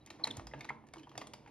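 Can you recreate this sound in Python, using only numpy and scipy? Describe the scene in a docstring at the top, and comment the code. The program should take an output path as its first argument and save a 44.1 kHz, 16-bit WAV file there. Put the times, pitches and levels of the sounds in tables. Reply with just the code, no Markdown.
"""A small mechanical figure moves close to the microphone in a quiet room. From the start its drive rubs
and hums over low room noise, and cams and levers click in a wooden case. About a quarter second in, a dry
pivot slips with a sharp squeak. The frame groans and thumps softly as the load shifts, and a pawl (a small
catch) snaps down. After more clicks and squeaks near 0.7 s comes a lull. Soft groans return around 1 s,
a bunch of clicks follows near 1.2 s, and a few single clicks end the scene."""
import sys
import numpy as np
from scipy import signal
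from scipy.fft import rfft, irfft
from scipy.io import wavfile
from scipy.ndimage import uniform_filter1d

SR = 44100
rng = np.random.default_rng(int(sys.argv[2]) if len(sys.argv) > 2 else 0)


def put_to_file(sound):
    """Save the sound as 16-bit audio at rate SR, in the file named by the first command-line argument."""
    columns = np.atleast_2d(sound).T  # one column per channel
    safe = np.clip(columns, -1, 1)
    whole_steps = np.round(safe * 32767)
    wavfile.write(sys.argv[1], SR, whole_steps.astype(np.int16))


N = 66150  # 1.5 seconds

# Tone of the room noise: frequency_hz, gain_db
ROOM_NOISE_TONE = [(25, -12), (55, 1.5), (130, 2.5), (400, -4), (900, -13), (1500, -24), (2200, -20.5),
                   (5000, -40), (10000, -36), (14000, -53.5)]
# Room echo (t60 is the time to fade by 60 dB): low_hz, high_hz, t60_s, gain_db
ECHO_BANDS = [(111, 413, 0.77, -3.5), (360, 2110, 0.41, -7.5), (1326, 4500, 0.14, -10.5),
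              (2770, 11300, 0.32, -8), (9000, 23000, 0.12, -7)]
# How loudly the drive rubs over time: time_s, level_db
RUB_LEVELS = [(0, -70.5), (.09, -68), (.13, -60), (.18, -62.5), (.26, -62), (.38, -55), (.46, -69),
              (.62, -57), (.76, -76.5), (.9, -79), (.98, -64.5), (1.05, -77), (1.2, -57.5), (1.29, -75.5),
              (1.38, -69.5), (1.5, -64.5)]
# Tone of the rubbing: frequency_hz, gain_db
RUB_TONE = [(30, -17.5), (70, -4.5), (150, -6), (300, 12.5), (400, 3), (600, 4), (1000, 1), (1500, -9.5),
            (2200, -6.5), (3500, -12.5), (6000, -16), (10000, -29), (14000, -40.5)]
# Notes in the drive's hum at average load: pitch_hz, level_db
HUM_NOTES = [(107, -73), (140, -72.5), (220, -77.5)]
# Groans and thumps of the frame: peak_time_s, pitch_hz, rise_s, fall_s, level_db
FRAME_GROANS = [(0.116, 335.6, 0.0063, 0.032, -53), (.212, 326, 0.0096, 0.024, -47),
                (0.276, 222, 0.011, 0.18, -57.5), (0.323, 106, .035, 0.033, -56),
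                (.31, 306.4, 0.031, 0.019, -50.5), (0.387, 101.6, 0.011, 0.017, -44.5),
                (0.412, 332, 0.0078, 0.034, -54), (0.418, 55, .04, 0.19, -56.5),
                (0.451, 125, 0.047, 0.058, -57), (.555, 296, 0.0057, 0.036, -55.5),
                (0.579, 139.8, 0.033, 0.029, -50.5), (0.98, 327.6, .012, 0.021, -50.5),
                (1.012, 311.8, 0.0089, 0.0078, -50.5), (1.038, 289, 0.0034, 0.009, -53),
                (1.181, 124.4, 0.016, 0.043, -58.5)]
# Squeaks of dry pivots: peak_time_s, pitch_hz, glide_hz_per_s, rise_s, fall_s, level_db
PIVOT_SQUEAKS = [(.014, 3870, -7, 0.0034, 0.019, -68), (.2414, 4185, -95000, 0.0024, .0031, -21.5),
                 (.3064, 3780, -10000, 0.0014, 0.00084, -40), (.3103, 3520, -55000, 0.0021, 0.0045, -35),
                 (.515, 2040, -6, 0.0025, 0.0079, -54.5), (0.6912, 1975, 2, 0.0014, 0.0014, -34.5),
                 (.6962, 2082, 7993, 0.0031, 0.0083, -33.5), (1.041, 3140, 0, 0.0064, 0.017, -60)]
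# Drops of the pawl: start_s, level_db
PAWL_DROPS = [(.0626, -51), (.3698, -41), (.691, -58), (1.1782, -69), (1.1818, -62), (1.335, -63)]
# Notes the wooden case rings at: pitch_hz, t60_s, gain_db
CASE_MODES = [(138.5, 0.5, -2.5), (217.4, 0.86, -7.5), (280.9, 0.39, -2.5), (323.7, 0.2, -1.5),
              (427.3, 0.27, -8.5), (491.3, 0.2, -3), (599, 0.19, 0), (679, 0.064, 0.5), (817, 0.051, 6.5),
              (883, 0.055, 9), (983, 0.083, -7.5), (1174, 0.049, 5.5), (1700, 0.073, -1.5)]
# Notes a lever rings at: multiple_of_lever_pitch, t60_s, gain_db
LEVER_MODES = [(1, .018, 3), (1.07, 0.017, -2.5), (1.63, 0.021, -7), (2.3, 0.009, -15.5)]
# The four parts of a click (rows: knock, clack, snap, tick): low_hz, high_hz, decay_s, gain_db
CLICK_PARTS = [(574, 1090, 0.0017, -3.5), (1544, 2600, 0.0041, -10), (2870, 7190, 0.0022, -3.5),
               (6400, 8660, 0.0014, -7.5)]
# Cam and lever hits: start_s, scrape_s, knock_db, clack_db, snap_db, tick_db, lever_pitch_hz, lever_db
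CLICK_HITS = [(0.0619, .0001, -84, -66, -59.5, -51, 3250, -59),
              (0.07, 0.0031, -60.5, -54, -63, -92, 2140, -61.5),
              (.1025, 0.0011, -52.5, -45, -49, -53.5, 2346, -47),
              (0.1944, 0.0035, -52, -65, -75, -88, 2040, -70), (.206, 0.01, -53, -67, -82, -78, 2190, -63),
              (0.2415, 0.002, -44, -47, -44, -46, 4120, -45), (.252, 0.0021, -45, -55, -50, -58, 2000, -43),
              (0.2692, 0.0022, -40, -52, -77, -72, 1890, -44),
              (0.2717, 0.00088, -46, -37, -46.5, -38.5, 3870, -42),
              (0.31, 0.00058, -59.5, -63, -52, -51, 2100, -58),
              (0.3686, 0.0011, -51, -63, -51, -42, 1720, -61),
              (0.3953, 0, -44.5, -49.5, -60, -89, 1147, -43.5),
              (.469, 0.00082, -51, -48, -51, -71, 4960, -48), (.5362, 0, -42, -47.5, -89, -91, 1637, -45.5),
              (.5409, 0.0014, -48.5, -51.5, -70, -95, 1980, -66),
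              (0.593, 0, -62.5, -58, -71, -63, 2270, -71),
              (0.6078, 0.00088, -55.5, -44, -52, -55, 2194, -43),
              (.645, 0, -52.5, -47, -55.5, -67.5, 2360, -48), (0.6504, 0, -49, -50, -56.5, -71, 1920, -56),
              (.6898, 0.002, -49.5, -41, -57, -57, 2130, -47.5),
              (.7025, 0.0014, -39, -58, -86, -100, 995, -42.5), (.839, 0, -58, -81, -93, -81, 1500, -84),
              (0.8666, 0.0041, -74, -68, -72, -65.5, 1700, -68),
              (.886, 0.00038, -63, -62, -71, -66, 1760, -62.5),
              (0.9359, .0007, -50.5, -46.5, -53.5, -48, 2243, -49),
              (0.9586, 0, -53, -82, -66, -88, 1060, -58), (.967, 0.0013, -53.5, -69, -64, -79, 1700, -79),
              (.982, 0.00088, -66, -79, -60.5, -81, 2920, -56.5),
              (0.9932, 0.0017, -73, -59.5, -63, -74, 2430, -57.5),
              (1.0313, 0.0013, -67, -56.5, -66.5, -76, 3080, -58.5),
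              (1.069, 0.0035, -51.5, -64, -75, -84, 1700, -75),
              (1.0935, 0, -71, -66, -62.5, -84, 3190, -57),
              (1.114, 0.0029, -57, -58.5, -68.5, -92, 1260, -58),
              (1.153, 0.0012, -50, -63, -65, -85, 1730, -52), (1.1772, 0, -40, -43, -44, -39, 4730, -46),
              (1.1812, .0001, -55, -51, -54, -52, 3320, -51),
              (1.2114, 0.0039, -48.5, -51.5, -55, -66, 2810, -48),
              (1.215, 0.00054, -47, -47, -56.5, -72, 2095, -46),
              (1.2195, .0005, -49.5, -53, -64, -79, 2290, -55),
              (1.269, 0.0017, -53.5, -55, -55.5, -49, 3260, -53.5),
              (1.335, 0.00081, -47, -45, -48.5, -50.5, 2870, -46.5),
              (1.461, 0.00017, -55.5, -55.5, -73, -82, 1860, -61.5),
              (1.473, 0.0051, -54, -54, -72, -65, 2160, -62.5)]
# How much louder the left side is than the right: frequency_hz, difference_db
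LEFT_MINUS_RIGHT = [(40, 0), (125, -1.5), (250, -3), (500, -3.6), (1000, -.4), (2000, 0), (12000, .5)]
# How far the right side lags behind the left: frequency_hz, phase_radians
RIGHT_LAG = [(0, 0), (150, .13), (600, .7), (2000, .48), (4200, .85), (8800, 4.0), (10200, 4.3),
             (12500, 7.7)]

OPPOSITE_SIDES = np.array([[1], [-1]])  # adds a sound on the left and subtracts it on the right


def undb(db):
    """Turn decibels into a gain to multiply by."""
    return 10 ** (np.asarray(db) / 20)


def unit(x):
    """Scale a sound to an average strength (rms) of 1."""
    return x / np.sqrt(np.mean(x ** 2) + 1e-30)


def band(x, low_hz, high_hz, order=2):
    """Keep the part of a sound between two frequencies."""
    edges = [low_hz, min(max(high_hz, low_hz + 20), SR / 2 - 20)]
    return signal.sosfilt(signal.butter(order, edges, "band", fs=SR, output="sos"), x)


def shape_tone(x, points):
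    """Turn lows and highs up or down along (frequency_hz, gain_db) points."""
    hz, db = np.array(points, float).T
    bins_hz = np.maximum(np.fft.rfftfreq(N, 1 / SR), 1)
    return irfft(rfft(x) * undb(np.interp(np.log(bins_hz), np.log(hz), db)), N)


def wobble(changes_per_s):
    """A smooth random wiggle with a typical size of 1."""
    hold = int(SR / changes_per_s)
    steps = np.repeat(rng.standard_normal(N // hold + 1), hold)
    return unit(uniform_filter1d(uniform_filter1d(steps, hold), hold)[:N])


def swell(t, rise_s, fall_s):
    """A rounded rise to t = 0 and a rounded fall after it."""
    return np.exp(-(t / np.where(t < 0, rise_s, fall_s)) ** 2)


def add(out, x, start_s):
    """Mix a short sound in at its time."""
    i = max(int(start_s * SR), 0)
    out[i:i + len(x)] += x[:max(N - i, 0)]


def even_energy(x, span_s=0.0094):
    """Give a burst as much energy as a steady level of 1 lasting span_s."""
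    return x * np.sqrt(span_s * SR / np.sum(x ** 2))


def ring(modes, t, scatter):
    """A struck part's fading notes; random signs stand for where it is hit, pitch scatter for its load."""
    signs = rng.choice([-1, 1], len(modes))
    detunes = 1 + scatter * rng.standard_normal(len(modes))
    return sum(sign * undb(db) * np.sin(2 * np.pi * hz * detune * t) * np.exp(-np.log(1000) * t / t60)
               for (hz, t60, db), sign, detune in zip(modes, signs, detunes))


def room_noise(level_db=-64):
    """A low, steady rush, almost the same on both sides."""
    middle, side = (unit(shape_tone(rng.standard_normal(N), ROOM_NOISE_TONE)) for _ in range(2))
    return undb(level_db) * (middle + 0.13 * band(side, 250, 14400, order=1) * OPPOSITE_SIDES)


def room_echo(x, onset_s=0.00058, width=0.32):
    """Reflections blur into a short, dull tail that is a little different at each ear."""
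    t = np.arange(N // 2) / SR
    tails = []
    for _ in range(2):
        response = 0
        for low_hz, high_hz, t60, db in ECHO_BANDS:
            fade = (1 - np.exp(-t / onset_s)) * np.exp(-np.log(1000) * t / t60)
            fading_noise = rng.standard_normal(len(t)) * fade / np.sqrt(np.sum(fade ** 2))
            response = response + undb(db) * band(fading_noise, low_hz, high_hz)
        tails.append(signal.fftconvolve(x, response)[:N])
    middle, side = tails
    return middle + width * side * OPPOSITE_SIDES


def drive(grains_per_s=5000, spread_db=3.5, waver_db=0.5, hum_follows=0.68):
    """Sliding parts rub in many tiny grains of sound over a wavering hum; both swell with the load."""
    t = np.arange(N) / SR
    load_db = np.interp(t, *np.array(RUB_LEVELS).T)
    grains = (rng.random(N) < grains_per_s / SR) * rng.choice([-1, 1], N)
    strengths = undb(spread_db * np.minimum(rng.exponential(size=N), 3))
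    rub = unit(shape_tone(grains * strengths, RUB_TONE)) * undb(load_db)
    hum = sum(undb(db - waver_db * wobble(9.2)) * np.sin(2 * np.pi * hz * t + wobble(13.8))
              for hz, db in HUM_NOTES)
    return rub + hum * undb(hum_follows * (load_db - load_db.mean()))


def frame_groans(roughness=0.33):
    """The frame shudders briefly at one low pitch as the load shifts."""
    out = np.zeros(N)
    for peak_s, hz, rise_s, fall_s, db in FRAME_GROANS:
        t = np.arange(N) / SR - peak_s
        loudness = undb(db) * swell(t, rise_s, fall_s) * (1 + roughness * wobble(hz / 2))
        out += loudness * np.sin(2 * np.pi * hz * t + roughness * wobble(hz / 2))
    return out


def pivot_squeaks(jitter_radians=0.38, rasp=0.2, octave_db=-34):
    """A dry pivot slips for a moment and gives a slightly raspy squeak that can slide in pitch."""
    out = np.zeros(N)
    for peak_s, hz, glide, rise_s, fall_s, db in PIVOT_SQUEAKS:
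        t = np.arange(N) / SR - peak_s
        phase = 2 * np.pi * (hz * t + glide * t ** 2 / 2) + jitter_radians * wobble(700)
        loudness = undb(db) * swell(t, rise_s, fall_s) * (1 + rasp * wobble(1500))
        out += loudness * (np.sin(phase) + undb(octave_db) * np.sin(2 * phase))
    return out


def pawl_drops(decay_s=0.00074):
    """A hard pawl drops with a dry, glassy crack about a millisecond long."""
    out, t = np.zeros(N), np.arange(N // 50) / SR
    for start_s, db in PAWL_DROPS:
        hiss = unit(band(rng.standard_normal(len(t)), low_hz=6440, high_hz=11100))
        add(out, hiss * np.exp(-t / decay_s) * undb(db), start_s)
    return out


def cam_and_lever_clicks(attack_s=0.00024, case_gain_db=-7, lever_gain_db=-6.5):
    """Each hit is a crack of noise, longer if it scrapes, that sets the case and one lever ringing."""
    knocks, ticks, t = np.zeros(N), np.zeros(N), np.arange(8192) / SR
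    layers = (knocks, knocks, knocks, ticks)  # the bright ticks stay apart so they can get less echo
    for start_s, scrape_s, *parts_db, lever_hz, lever_db in CLICK_HITS:
        push = 1 - np.exp(-t / (attack_s + scrape_s))
        for (low_hz, high_hz, decay_s, gain_db), db, layer in zip(CLICK_PARTS, parts_db, layers):
            burst = rng.standard_normal(len(t)) * push * np.exp(-t / (decay_s + scrape_s))
            crack = even_energy(band(burst + 1e-18, low_hz, high_hz))
            add(layer, crack * undb(db + gain_db), start_s)
        case = even_energy(ring(CASE_MODES, t, scatter=0.025) * push)
        add(knocks, case * undb(parts_db[0] + case_gain_db), start_s)  # as strong as the knock allows
        modes = [(multiple * lever_hz, t60, db) for multiple, t60, db in LEVER_MODES]
        lever = even_energy(ring(modes, t, scatter=0) * push)
        add(knocks, lever * undb(lever_db + lever_gain_db), start_s)
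    return knocks, ticks


def scene():
    """Mix the figure, its echo and the room noise; only the pawl keeps its highest treble."""
    knocks, ticks = cam_and_lever_clicks()
    body = knocks + drive()
    squeaks, groans = pivot_squeaks(), frame_groans()
    echo = room_echo(body + undb(-5) * ticks + undb(-9.5) * squeaks + undb(-7.5) * groans)
    mix = body + ticks + squeaks + groans + echo + room_noise()
    soft_top = signal.butter(12, 12800, "lowpass", fs=SR, output="sos")
    return signal.sosfilt(soft_top, mix) + pawl_drops()


def record(dry, dip_hz=(7150, 8050), top_hz=15800):
    """Two close microphone openings: left thinner, right slightly later; a treble dip and a cut top."""
    left = shape_tone(dry[0], [(hz, db / 2) for hz, db in LEFT_MINUS_RIGHT])
    right = shape_tone(dry[1], [(hz, -db / 2) for hz, db in LEFT_MINUS_RIGHT])
    lag_radians = np.interp(np.fft.rfftfreq(N, 1 / SR), *np.array(RIGHT_LAG).T)
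    right = irfft(rfft(right) * np.exp(-1j * lag_radians), N)
    treble_dip = signal.butter(2, dip_hz, "bandstop", fs=SR, output="sos")
    top_cut = signal.ellip(8, .2, 70, top_hz, fs=SR, output="sos")
    return signal.sosfilt(top_cut, signal.sosfilt(treble_dip, np.array([left, right])))


dry = scene()
out = record(dry)
put_to_file(out)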